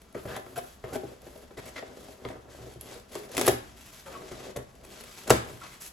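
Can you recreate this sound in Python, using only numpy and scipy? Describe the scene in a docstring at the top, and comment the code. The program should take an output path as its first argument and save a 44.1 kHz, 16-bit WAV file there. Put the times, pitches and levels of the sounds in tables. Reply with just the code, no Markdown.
"""A kitchen knife saws through a taut plastic strap on a big cardboard carton.
The carton stands in the corner of a kitchen counter, close to a stereo microphone.
Hands and blade knock and slide on the lid; the strap's fibres crack, it tears halfway with a bang,
and later snaps right through. Each release slaps the hollow carton and the loose end whips away.
The corner walls answer at once and the room rings on, over a faint, low room tone."""
import sys
import numpy as np
from scipy import signal
from scipy.fft import rfft, irfft, next_fast_len
from scipy.io import wavfile
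from scipy.ndimage import uniform_filter1d

SR = 44100
rng = np.random.default_rng(int(sys.argv[2]) if len(sys.argv) > 2 else 0)


def waveform_to_disk(signal):
    """Save audio, clipped to [-1, 1], as 16-bit WAV at the path in sys.argv[1]."""
    frames = np.transpose(np.atleast_2d(signal))
    scaled = np.clip(frames, -1, 1) * 32767
    samples = np.round(scaled).astype(np.int16)
    wavfile.write(sys.argv[1], SR, samples)


N = 261228
TIME = np.arange(N) / SR
RING_TIME = TIME[:SR // 2]

# Levels are relative within a column; each layer adds its own gain.
# the strap gives way in jerks and rebounds on the lid:
# start_s, crack_db, slap_db, pitch_hz, chirp_hz, slap_t60_s, body_db, thump_db, clack_db
SNAPS = [(3.3791, -8, -29, 335, 500, .05, -25.5, -54, -29.5),
         (3.4126, -8.5, -25, 480, 2010, .04, -29, -50, -36),
         (3.4775, -9.5, -8.5, 332, 910, 0.029, -16.5, -38, -20.5),
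         (3.4856, -16, -14.5, 293, 600, 0.03, -22.5, -30, -26),
         (5.3037, 1.5, -0.5, 303.6, 2990, 0.041, -18, -22, -14),
         (5.3111, -14, -15.5, 410, 400, 0.029, -30, -44, -23)]
# single fibres crack under the edge: start_s, level_db, ring_db
FIBRE_CRACKS = [(0.018, -42, -57.5), (0.126, -52, -59), (0.259, -45, -54), (0.364, -27.5, -44.5),
                (0.561, -37, -57), (0.578, -41, -37.5), (1.218, -45, -55), (1.376, -47, -52),
                (1.573, -42, -59), (2.2873, -39, -68), (2.811, -35.5, -36.5), (2.9404, -47, -55),
                (2.977, -44, -62), (3.132, -38, -53), (3.153, -26, -56), (3.349, -25.5, -55),
                (3.3682, -16, -38), (3.3943, -18.5, -38), (3.4416, -33, -39), (3.462, -22, -28),
                (3.4665, -17, -21.5), (3.4808, -8.5, -20), (4.126, -39, -60), (4.3164, -39.5, -60),
                (4.753, -44.5, -66), (4.849, -37.5, -52), (5.009, -34, -48), (5.038, -33, -60),
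                (5.1636, -51, -53), (5.191, -53, -52), (5.277, -25, -43), (5.573, -44, -58),
                (5.82, -51, -38)]
# the blade saws along the strap: start_s, end_s, level_db, bright_db
BLADE_SLIDES = [(0.164, 0.416, -54.5, 5), (0.452, 0.768, -56, 5), (0.83, 1.15, -58.5, 2),
                (1.227, 1.46, -58, 3.5), (1.593, 1.945, -60.5, -3), (1.956, 2.167, -56.5, 1.5),
                (2.185, 2.362, -61.5, 0), (2.49, 2.765, -56, 0.5), (2.816, 3, -51.5, 0),
                (3.105, 3.21, -47, 2), (3.199, 3.29, -55, 2.5), (3.314, 3.526, -45, -1),
                (3.545, 3.725, -57.5, -1), (3.768, 4.034, -51, 2), (4.054, 4.295, -55.5, -0.5),
                (4.293, 4.505, -53, -2), (4.827, 5.293, -52, 1), (5.353, 5.78, -53.5, 0.5)]
# short, hard scrapes of blade or strap: start_s, end_s, rasp_db, pitch_hz, hiss_db, lid_db
SCRAPES = [(0.163, 0.206, -51.5, 1330, -68, -56), (0.278, 0.377, -44.5, 1610, -57.5, -36.5),
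           (0.56, 0.595, -44.5, 1440, -45.5, -36.5), (0.846, 0.92, -55, 1250, -67, -42),
           (0.93, 0.968, -48, 1490, -45, -30.5), (1.571, 1.603, -48.5, 2080, -53.5, -40),
           (1.655, 1.696, -54, 2260, -51.5, -44), (1.759, 1.798, -42, 2060, -57, -41),
           (3.445, 3.493, -40.5, 1840, -40, -30), (4.059, 4.088, -50, 1470, -55, -46.5),
           (4.116, 4.162, -48, 1290, -60, -56), (4.562, 4.574, -45, 2130, -42.5, -38.5),
           (5.271, 5.294, -45.5, 1510, -47, -36), (5.297, 5.301, -30, 2500, -26, -33),
           (5.612, 5.672, -48.5, 1130, -81, -67), (5.716, 5.75, -53.5, 2170, -59, -79),
           (5.805, 5.887, -70, 2500, -45.5, -74)]
# the edge clicks against the stiff strap: start_s, level_db
BLADE_TAPS = [(0.464, -44), (0.8395, -39), (0.956, -31.5), (1.509, -44), (1.574, -43), (1.826, -39),
              (2.2505, -26.5), (2.2873, -33), (3.153, -30), (3.3795, -23.5), (3.4135, -26), (4.56, -37),
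              (5.574, -43)]
# the bent strap and the pressed board creak: start_s, pitch_hz, level_db, length_s
CREAKS = [(0.571, 695, -30, 0.022), (1.757, 2064, -46, 0.04), (1.78, 520, -44, 0.037),
          (2.94, 484, -48.5, 0.061), (3.17, 420, -47.5, 0.087), (4.057, 540.5, -43.5, 0.072),
          (4.059, 1240, -60, 0.059), (4.057, 873, -50, 0.048), (4.057, 1510, -66, 0.036),
          (4.147, 1117, -42.5, 0.029), (4.23, 382, -49.5, 0.042), (4.475, 520, -48, 0.026),
          (5.614, 1330, -42, 0.012)]
# hand, blade and strap knock on the lid: start_s, level_db, pitch_hz, thump_db, clack_db, rise_s
LID_KNOCKS = [(0.146, -41, 564, -52, -34, 0.0024), (0.151, -24, 382, -40.5, -42, 0.0017),
              (0.253, -31.5, 476, -37.5, -38, 0.0012), (0.366, -29, 538, -64, -33.5, 0.0006),
              (0.465, -40, 520, -58, -48, .001), (0.573, -31, 550, -44, -59, 0.0044),
              (0.8396, -31.5, 350, -41.5, -39, 0.0011), (0.922, -26.5, 390, -45, -37, 0.0034),
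              (0.9555, -21.5, 374, -48, -34.5, .001), (1.007, -42, 446, -63, -60, .002),
              (1.033, -25, 310, -43, -70, 0.0053), (1.112, -39, 437, -54, -62, .003),
              (1.224, -48, 453, -67, -51, 0.0035), (1.266, -37, 372, -55, -46.5, 0.0018),
              (1.355, -38, 481, -65, -54, 0.0027), (1.432, -47, 420, -66, -57, 0.0023),
              (1.507, -39.5, 400, -64, -47, 0.0015), (1.578, -36.5, 355, -48, -44, 0.0023),
              (1.826, -33.5, 381, -67, -42.5, 0.00062), (1.966, -42, 447, -70, -51, 0.0036),
              (2.085, -39.5, 490, -71, -69, 0.0011), (2.2509, -26.5, 378, -39.5, -36.5, 0.0011),
              (2.302, -34, 444, -54, -42.5, 0.0016), (2.605, -42, 500, -43, -55, 0.0014),
              (2.664, -34, 413, -52, -68, 0.0044), (2.758, -40, 285, -41.5, -54, 0.0026),
              (3.153, -27.5, 364, -62, -33, 0.0023), (4.312, -30.5, 322, -41, -35.5, .007),
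              (4.56, -25, 401.6, -38, -47, 0.0031)]
# the hand drags over the lid: start_s, end_s, level_db
HAND_DRAGS = [(0.23, 0.666, -49.5), (0.842, 1.162, -51.5), (1.214, 1.477, -55), (1.6, 2.157, -53.5),
              (2.197, 2.376, -47), (2.449, 2.723, -48.5), (2.824, 3.005, -48), (3.11, 3.39, -48),
              (3.358, 3.528, -36.5), (4.09, 4.27, -47), (4.309, 4.522, -46.5), (4.57, 4.599, -37),
              (4.735, 5.104, -55), (5.25, 5.556, -45.5)]

# modes of the blade's click: pitch_hz, level_db, t60_s
TAP_MODES = [(980, -4, 0.032), (1285, -6.5, 0.038), (1730, -4, 0.017), (2144, -3.5, 0.022),
             (2620, -6, 0.0087), (3400, -3.5, 0.011), (4100, -10, 0.012), (4700, -9.5, 0.0066)]
# modes of the hollow carton: pitch_hz, level_db, base_t60_s
CARTON_MODES = [(48, -10, 0.25), (71.7, -4, 0.51), (99.6, 1.5, .12), (116.6, 2.5, 0.3), (129.5, -4, 0.26),
                (192, -8.5, 0.27), (257.2, -5.5, 0.25), (288.4, -0.5, 0.15), (375.4, 2, 0.23),
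                (422, 0, 0.11), (520, -0.5, 0.11), (572, -7.5, 0.16), (616.6, 1, 0.086), (762, -4, 0.15),
                (1120, -14, 0.14), (1250, -2, 0.16), (1430, -15, 0.042), (1790, -27, 0.065),
                (1890, 18, 0.024), (2280, -18, 0.07)]

# spectrum of cracking plastic: frequency_hz, level_db
CRACK_COLOUR = [(40, -14), (150, 4), (400, 12.5), (900, 3.5), (2500, 5), (4700, 1.5), (8000, 4), (11500, 1),
                (16000, -14)]
# spectrum of the taut strap's brief ring: frequency_hz, level_db
STRAP_COLOUR = [(5000, -18), (9000, -16), (10400, 6.5), (11200, 3), (12200, 1), (14000, -18)]
# spectrum of sliding on plastic: frequency_hz, level_db
HISS_COLOUR = [(30, -2), (100, 14.5), (300, 8.5), (600, 7), (1300, 7.5), (2600, 7), (5000, 4.5),
               (8000, 3.5), (11500, 1), (13500, -3), (16000, -21)]
# spectrum of a scrape: multiple_of_pitch, level_db
RASP_COLOUR = [(.15, -10), (.5, -2), (.8, -1.5), (1, 4), (1.25, -6), (2, -8), (4, -19), (8, -71)]
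# spectrum of the board's clack: frequency_hz, level_db
CLACK_COLOUR = [(200, -29), (700, 4.5), (1250, 7.5), (2000, 2.5), (3000, -8.5), (5000, -17), (9000, -52)]
# spectrum of the rubbed lid: frequency_hz, level_db
RUB_COLOUR = [(30, -12), (70, -17), (118, -1.5), (160, -12.5), (270, -3), (380, -1.5), (520, 1),
              (720, -9.5), (950, -12.5), (2000, -20), (5000, -54)]
# spectrum of the room tone: frequency_hz, level_db
ROOM_TONE_COLOUR = [(20, -2.5), (65, 9), (120, -5), (200, -1.5), (450, -7), (1000, -12), (3000, -28),
                    (10000, -68), (16000, -40)]

# the kitchen's reverberation by band: centre_hz, level_db, t60_s, side_db
KITCHEN_BANDS = [(61, -6.5, 0.77, -9.5), (153, -9, 0.95, -8), (442, -9, 0.28, 0.5), (980, -8, 0.44, 6),
                 (2500, -6.5, 0.42, 0), (6400, -7.5, 0.29, 2), (8600, -7, 0.33, -69),
                 (15100, -2.5, 0.21, -34)]
# phase between the two microphone ports: frequency_hz, left_lead_rad
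PORT_PHASE = [(20, 0), (1200, 0), (2400, .55), (5400, .1), (6400, .35), (7400, -.2), (9050, -3.14),
              (10900, -6.15), (11500, -6.45), (13300, -9.42), (14800, -12.5), (16000, -12.57)]
# balance of the two ports: frequency_hz, left_over_right_db
PORT_BALANCE = [(120, -1), (550, 2.5), (1100, 0.5), (2400, 2), (5000, 4.5), (8000, -0.5)]


def snap_cracks():
    """Each release is a crack in the strap, a hiss as it whips off and a clack of the board."""
    out = np.zeros(N)
    for start, crack_db, *_, clack_db in SNAPS:
        add(out, start, from_db(crack_db - 10.5) * burst(CRACK_COLOUR, t60=0.023))
        add(out, start, from_db(crack_db - 34) * burst(HISS_COLOUR, t60=0.23))
        add(out, start, from_db(clack_db - 2) * burst(CLACK_COLOUR, t60=0.053))
    return out


def scattered_cracks(walls=3):
    """A snap throws one crackle at the microphone and another at each wall: a dense, smooth tail."""
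    return snap_cracks() + sum(kitchen(snap_cracks()) for _ in range(walls)) / np.sqrt(walls)


def snap_slaps():
    """The released strap lands a hollow slap that shakes the lid and rattles the carton."""
    out = np.zeros(N)
    for start, _, slap_db, hz, chirp_hz, t60, body_db, thump_db, clack_db in SNAPS:
        slap = lid_slap(hz, chirp_hz, chirp_s=0.000629, rise_s=0.0011, t60=t60)
        shudder = burst(RUB_COLOUR, t60=0.18, rise_s=0.0029)
        ring = carton(thump_db, body_db - 1.5, clack_db - 23, t60_scale=0.82, detune=0.003, rattle=0.09)
        add(out, start, from_db(slap_db) * slap + ring)
        add(out, start, from_db(slap_db - 20.5) * shudder)
    return out


def fibre_cracks():
    """A parting fibre is a dry click with a brief, bright ring of the strap."""
    out = np.zeros(N)
    for start, db, ring_db in FIBRE_CRACKS + fraying():
        add(out, start, from_db(db - 7) * burst(CRACK_COLOUR, t60=0.023))
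        add(out, start, from_db(ring_db + 5) * burst(STRAP_COLOUR, t60=0.011))
    return out


def fraying(run_s=0.018, rise_db_per_s=353, nicks_per_s=16):
    """Rows of small cracks: fibres part ever louder before each release, and each pass nicks a few."""
    small = []
    for release, *_ in SNAPS:
        small += [(release - lead, -41 - rise_db_per_s * lead) for lead in run_s * rng.random(3)]
    for start, end, hiss_db, _ in BLADE_SLIDES:
        moments = start + np.cumsum(rng.exponential(1 / nicks_per_s, size=12))
        levels_db = hiss_db + rng.normal(5, 3.5, size=12)
        small += [(at, db) for at, db in zip(moments, levels_db) if at < end]
    return [(at, db, db - 14) for at, db in small]  # small fibres barely ring the strap


def blade_slides():
    """Each pass of the rocking blade hisses and chatters, over the faint rustle of holding the strap."""
    rocking_hiss = [band * pressure(waver_db=2, per_s=14) for band in steel_hiss(split_hz=10600)]
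    passes = np.zeros(N)
    for start, end, db, bright_db in BLADE_SLIDES:
        push = from_db(db) * stroke(start, end, attack_s=0.06, release_s=0.07)
        passes += push * on_edge(rocking_hiss, bright_db)
    rustle = from_db(-65) * coloured(rng.standard_normal(N), HISS_COLOUR)
    chatter = pressure(waver_db=2, per_s=75)
    return (passes + rustle) * chatter


def steel_hiss(split_hz):
    """Fine-grained hiss of steel on plastic, split into a dull band and its treble."""
    hiss = coloured(friction(N, slips_per_s=900, spread_db=2.5, smooth=1), HISS_COLOUR)
    dull = signal.sosfiltfilt(signal.butter(2, split_hz, fs=SR, output="sos"), hiss)
    return dull, hiss - dull


def on_edge(hiss, bright_db):
    """The treble rises and the dull band falls as the contact moves to an edge."""
    dull, treble = hiss
    return dull * from_db(-bright_db) + treble * from_db(bright_db)


def scrapes(ramp_share=0.22):
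    """A short, hard stroke of the very edge rasps at a pitch of its own, hisses and shakes the lid."""
    out = np.zeros(N)
    rub = lid_rub()
    hiss = on_edge(steel_hiss(split_hz=6700), bright_db=5)
    for start, end, rasp_db, hz, hiss_db, lid_db in SCRAPES:
        ramp_s = ramp_share * (end - start)
        grit = friction(len(RING_TIME), slips_per_s=1300, spread_db=0, smooth=0.61)
        rasp = coloured(grit, np.array(RASP_COLOUR) * [hz, 1])
        contact = from_db(hiss_db) * hiss + from_db(lid_db - 3) * rub
        add(contact, start - ramp_s / 2, from_db(rasp_db) * rasp)
        out += swell(start, end, ramp_s, ramp_s) * contact
    return out


def blade_taps(detune=0.036):
    """Steel meets hard plastic: one sharp impulse into a few short modes."""
    out = np.zeros(N)
    for start, tap_db in BLADE_TAPS:
        for k, (hz, db, t60) in enumerate(TAP_MODES):
            pitch_hz = hz * (1 + detune * rng.standard_normal())
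            mode = (-1) ** k * np.sin(2 * np.pi * pitch_hz * RING_TIME) * dying(t60)
            add(out, start, from_db(tap_db + db - 6) * mode)
    return out


def creaks(waver=0.025):
    """Bent plastic and pressed board give brief, wavering tones."""
    out = np.zeros(N)
    for start, hz, db, length_s in CREAKS:
        size = int(length_s * SR)
        unrest = rms_one(uniform_filter1d(rng.standard_normal(SR // 4), size=100))[:size]
        tone = sine(hz * (1 + waver * unrest))
        add(out, start, from_db(db + 2) * tone * signal.windows.tukey(size, 0.7))
    return out


def lid_knocks():
    """Every touch rings the carton; hard ones add a clack of the board and a tick of the blade."""
    out = np.zeros(N)
    for start, db, hz, thump_db, clack_db, rise_s in LID_KNOCKS:
        slap = from_db(db - 6.5) * lid_slap(hz, chirp_hz=500, chirp_s=0.00093, rise_s=rise_s, t60=0.15)
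        ring = carton(thump_db + 0.5, db - 10.5, clack_db - 24, t60_scale=0.63, detune=0.052)
        clack = from_db(clack_db - 4.5) * burst(CLACK_COLOUR, t60=0.062, rise_s=rise_s)
        tick = from_db(clack_db - 18) * burst(CRACK_COLOUR, t60=0.083)
        add(out, start, slap + building(rise_s) * ring)
        add(out, start, clack + tick)
    return out


def lid_slap(hz, chirp_hz, chirp_s, rise_s, t60, sag_share=0.594, sag_s=0.00884):
    """A bending wave crosses the lid, treble first, and settles on the pitch of the spot struck."""
    chirp = chirp_hz * np.exp(-RING_TIME / chirp_s)
    sag = 1 + sag_share * np.exp(-RING_TIME / sag_s)  # stiffer while bent, the lid starts sharp
    return sine(hz * sag + chirp) * building(rise_s) * dying(t60)


def carton(thump_db, body_db, clack_db, t60_scale, detune, rattle=0.02, jolts_per_s=140):
    """A blow rings the carton's modes; their sign, strength and pitch vary with the place struck."""
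    out = 0
    for hz, db, t60 in CARTON_MODES:
        strength = from_db(db + rng.normal(0, 1))
        whole_box = hz < 220
        if whole_box:  # the heavy box is pushed in: its thump builds after the blow
            drive = from_db(thump_db) * building(rise_s=0.0058)
        else:
            drive = from_db(body_db if hz < 950 else clack_db) * rng.choice([-1, 1])
        # the loose lid rattles on the box, shaking the pitch of the upper modes
        jolts = np.interp(RING_TIME * jolts_per_s, np.arange(80), rng.standard_normal(80))
        shake = (0 if whole_box else rattle) * jolts
        pitch_hz = hz * (1 + detune * rng.standard_normal() + shake)
        out += strength * drive * sine(pitch_hz) * dying(t60 * t60_scale)
    return out


def hand_drags(resting_db=-66.5):
    """The hand shifts over the lid in separate, uneven pushes, and rubs faintly between them."""
    push = sum(from_db(db) * stroke(start, end, attack_s=0.036, release_s=0.097)
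               for start, end, db in HAND_DRAGS)
    return (push + from_db(resting_db)) * pressure(waver_db=2, per_s=14) * lid_rub()


def lid_rub():
    """Skin catches and slips on the board; part of that drag hums in the carton's modes."""
    drag = friction(N, slips_per_s=170, spread_db=2.5, smooth=0.5)
    ring = carton(thump_db=-6, body_db=0, clack_db=-35, t60_scale=0.93, detune=0.0041)
    hollow = rms_one(signal.fftconvolve(drag, ring)[:N])
    surface = coloured(friction(N, slips_per_s=120, spread_db=1.5, smooth=0.76), RUB_COLOUR)
    return 0.47 * hollow + 0.68 * surface


def kitchen(sound, early_db=-7, early_t60=0.03, gap_s=0.0015):
    """Stereo reflections at the microphone: counter and corner answer at once, the room rings on."""
    size = len(RING_TIME)
    hz = np.fft.rfftfreq(size, 1 / SR)
    white = rfft(rng.standard_normal((2, size)))
    onset = np.clip(RING_TIME / gap_s - 0.5, 0, 1)
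    early = from_db(early_db) * rms_one(onset * dying(early_t60))
    response = 0
    for centre_hz, db, t60, side_db in KITCHEN_BANDS:
        band = at_hz([(row[0], row[0] == centre_hz) for row in KITCHEN_BANDS], hz)
        mid, side = irfft(white * band, size)
        stereo = mid + from_db(side_db) * side * [[1], [-1]]
        envelope = np.hypot(rms_one(onset * dying(t60)), early)
        response += from_db(db) * envelope / np.sqrt(size) * stereo
    return signal.fftconvolve(sound[None], response, axes=1)[:, :N]


def room_tone():
    """A faint, steady, low noise behind the work."""
    return from_db(-58) * coloured(rng.standard_normal(N), ROOM_TONE_COLOUR)


def friction(size, slips_per_s, spread_db, smooth):
    """Tiny stick-slip clicks of uneven size over a smooth sliding noise."""
    clicks = from_db(spread_db * np.minimum(rng.exponential(1, size), 3.5)) * rng.choice([-1, 1], size)
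    slipping = rng.random(size) < slips_per_s / SR
    return rms_one(clicks * slipping) + smooth * rng.standard_normal(size)


def burst(colour, t60, rise_s=0):
    """Very many overlapping modes struck at once, heard as dying noise."""
    size = SR // 8
    return coloured(rng.standard_normal(size), colour) * (building(rise_s) * dying(t60))[:size]


def stroke(start, end, attack_s, release_s, arch_db=2):
    """One push of the hand, fastest and loudest at its middle."""
    off_middle = (2 * TIME - start - end) / (end - start)
    return swell(start, end, attack_s, release_s) * from_db(-arch_db * np.minimum(off_middle ** 2, 2))


def swell(start, end, attack_s, release_s):
    """Attack, hold and release, with the ramps centred on start and end."""
    rise, fall = (TIME - start) / attack_s, (end - TIME) / release_s
    return np.clip(np.minimum(rise, fall) + 0.5, 0, 1)


def pressure(waver_db, per_s):
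    """The uneven push of a hand, as a wandering gain."""
    steps = rng.standard_normal(SR // 50)
    return from_db(waver_db * np.interp(TIME * per_s, np.arange(len(steps)), steps))


def building(rise_s):
    """A contact takes a moment to reach full force."""
    return 1 - np.exp(-RING_TIME / max(rise_s, 1e-4))


def dying(t60):
    """A ring falls by 60 dB in t60 seconds."""
    return np.exp(-np.log(1000) * RING_TIME / t60)


def sine(hz):
    """A tone that follows a moving pitch."""
    return np.sin(2 * np.pi * np.cumsum(hz) / SR)


def coloured(sound, colour):
    """Shape a sound with a smooth spectrum; rms 1."""
    size = next_fast_len(len(sound))
    gain = from_db(at_hz(colour, np.fft.rfftfreq(size, 1 / SR)))
    return rms_one(irfft(rfft(sound, size) * gain, size)[:len(sound)])


def at_hz(points, hz):
    """Read a two-column table on a log-frequency axis."""
    points_hz, values = np.transpose(points)
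    return np.interp(np.log(np.maximum(hz, 1)), np.log(points_hz), values)


def add(track, start_s, sound):
    """Mix a sound into a track at a time."""
    at = max(int(start_s * SR), 0)
    track[at:at + len(sound)] += sound[:max(N - at, 0)]


def from_db(db):
    return 10 ** (np.asarray(db) / 20)


def rms_one(x):
    return x / np.sqrt(np.mean(x ** 2) + 1e-20)


def scene():
    """The work on the carton and the room tone, heard from close by in the kitchen."""
    background = room_tone()
    handling = lid_knocks() + blade_taps() + fibre_cracks() + hand_drags()
    handling += blade_slides() + scrapes() + creaks()
    slaps = snap_slaps()
    # the slaps sound drier than the rest
    reflections = kitchen(handling + background + from_db(-4.5) * slaps)
    return scattered_cracks() + slaps + handling + reflections + background


def record(dry, low_cut_hz=24.6, high_cut_hz=16000):
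    """The microphone's ports differ in level and treble phase; it rounds peaks, cuts bottom and top."""
    size = next_fast_len(N + SR // 10)
    hz = np.fft.rfftfreq(size, 1 / SR)
    half_each_way = np.array([[0.5], [-0.5]])
    balance = from_db(half_each_way * at_hz(PORT_BALANCE, hz))
    phase = half_each_way * np.interp(hz, *np.transpose(PORT_PHASE))
    heard = irfft(rfft(dry, size) * balance * np.exp(1j * phase), size)[:, :N]
    low_cut = signal.butter(1, low_cut_hz, "high", fs=SR, output="sos")
    high_cut = signal.ellip(10, 0.2, 80, high_cut_hz, fs=SR, output="sos")
    rounded = np.tanh(signal.sosfilt(low_cut, heard))
    return signal.sosfilt(high_cut, rounded)


dry = scene()
out = record(dry)
waveform_to_disk(out)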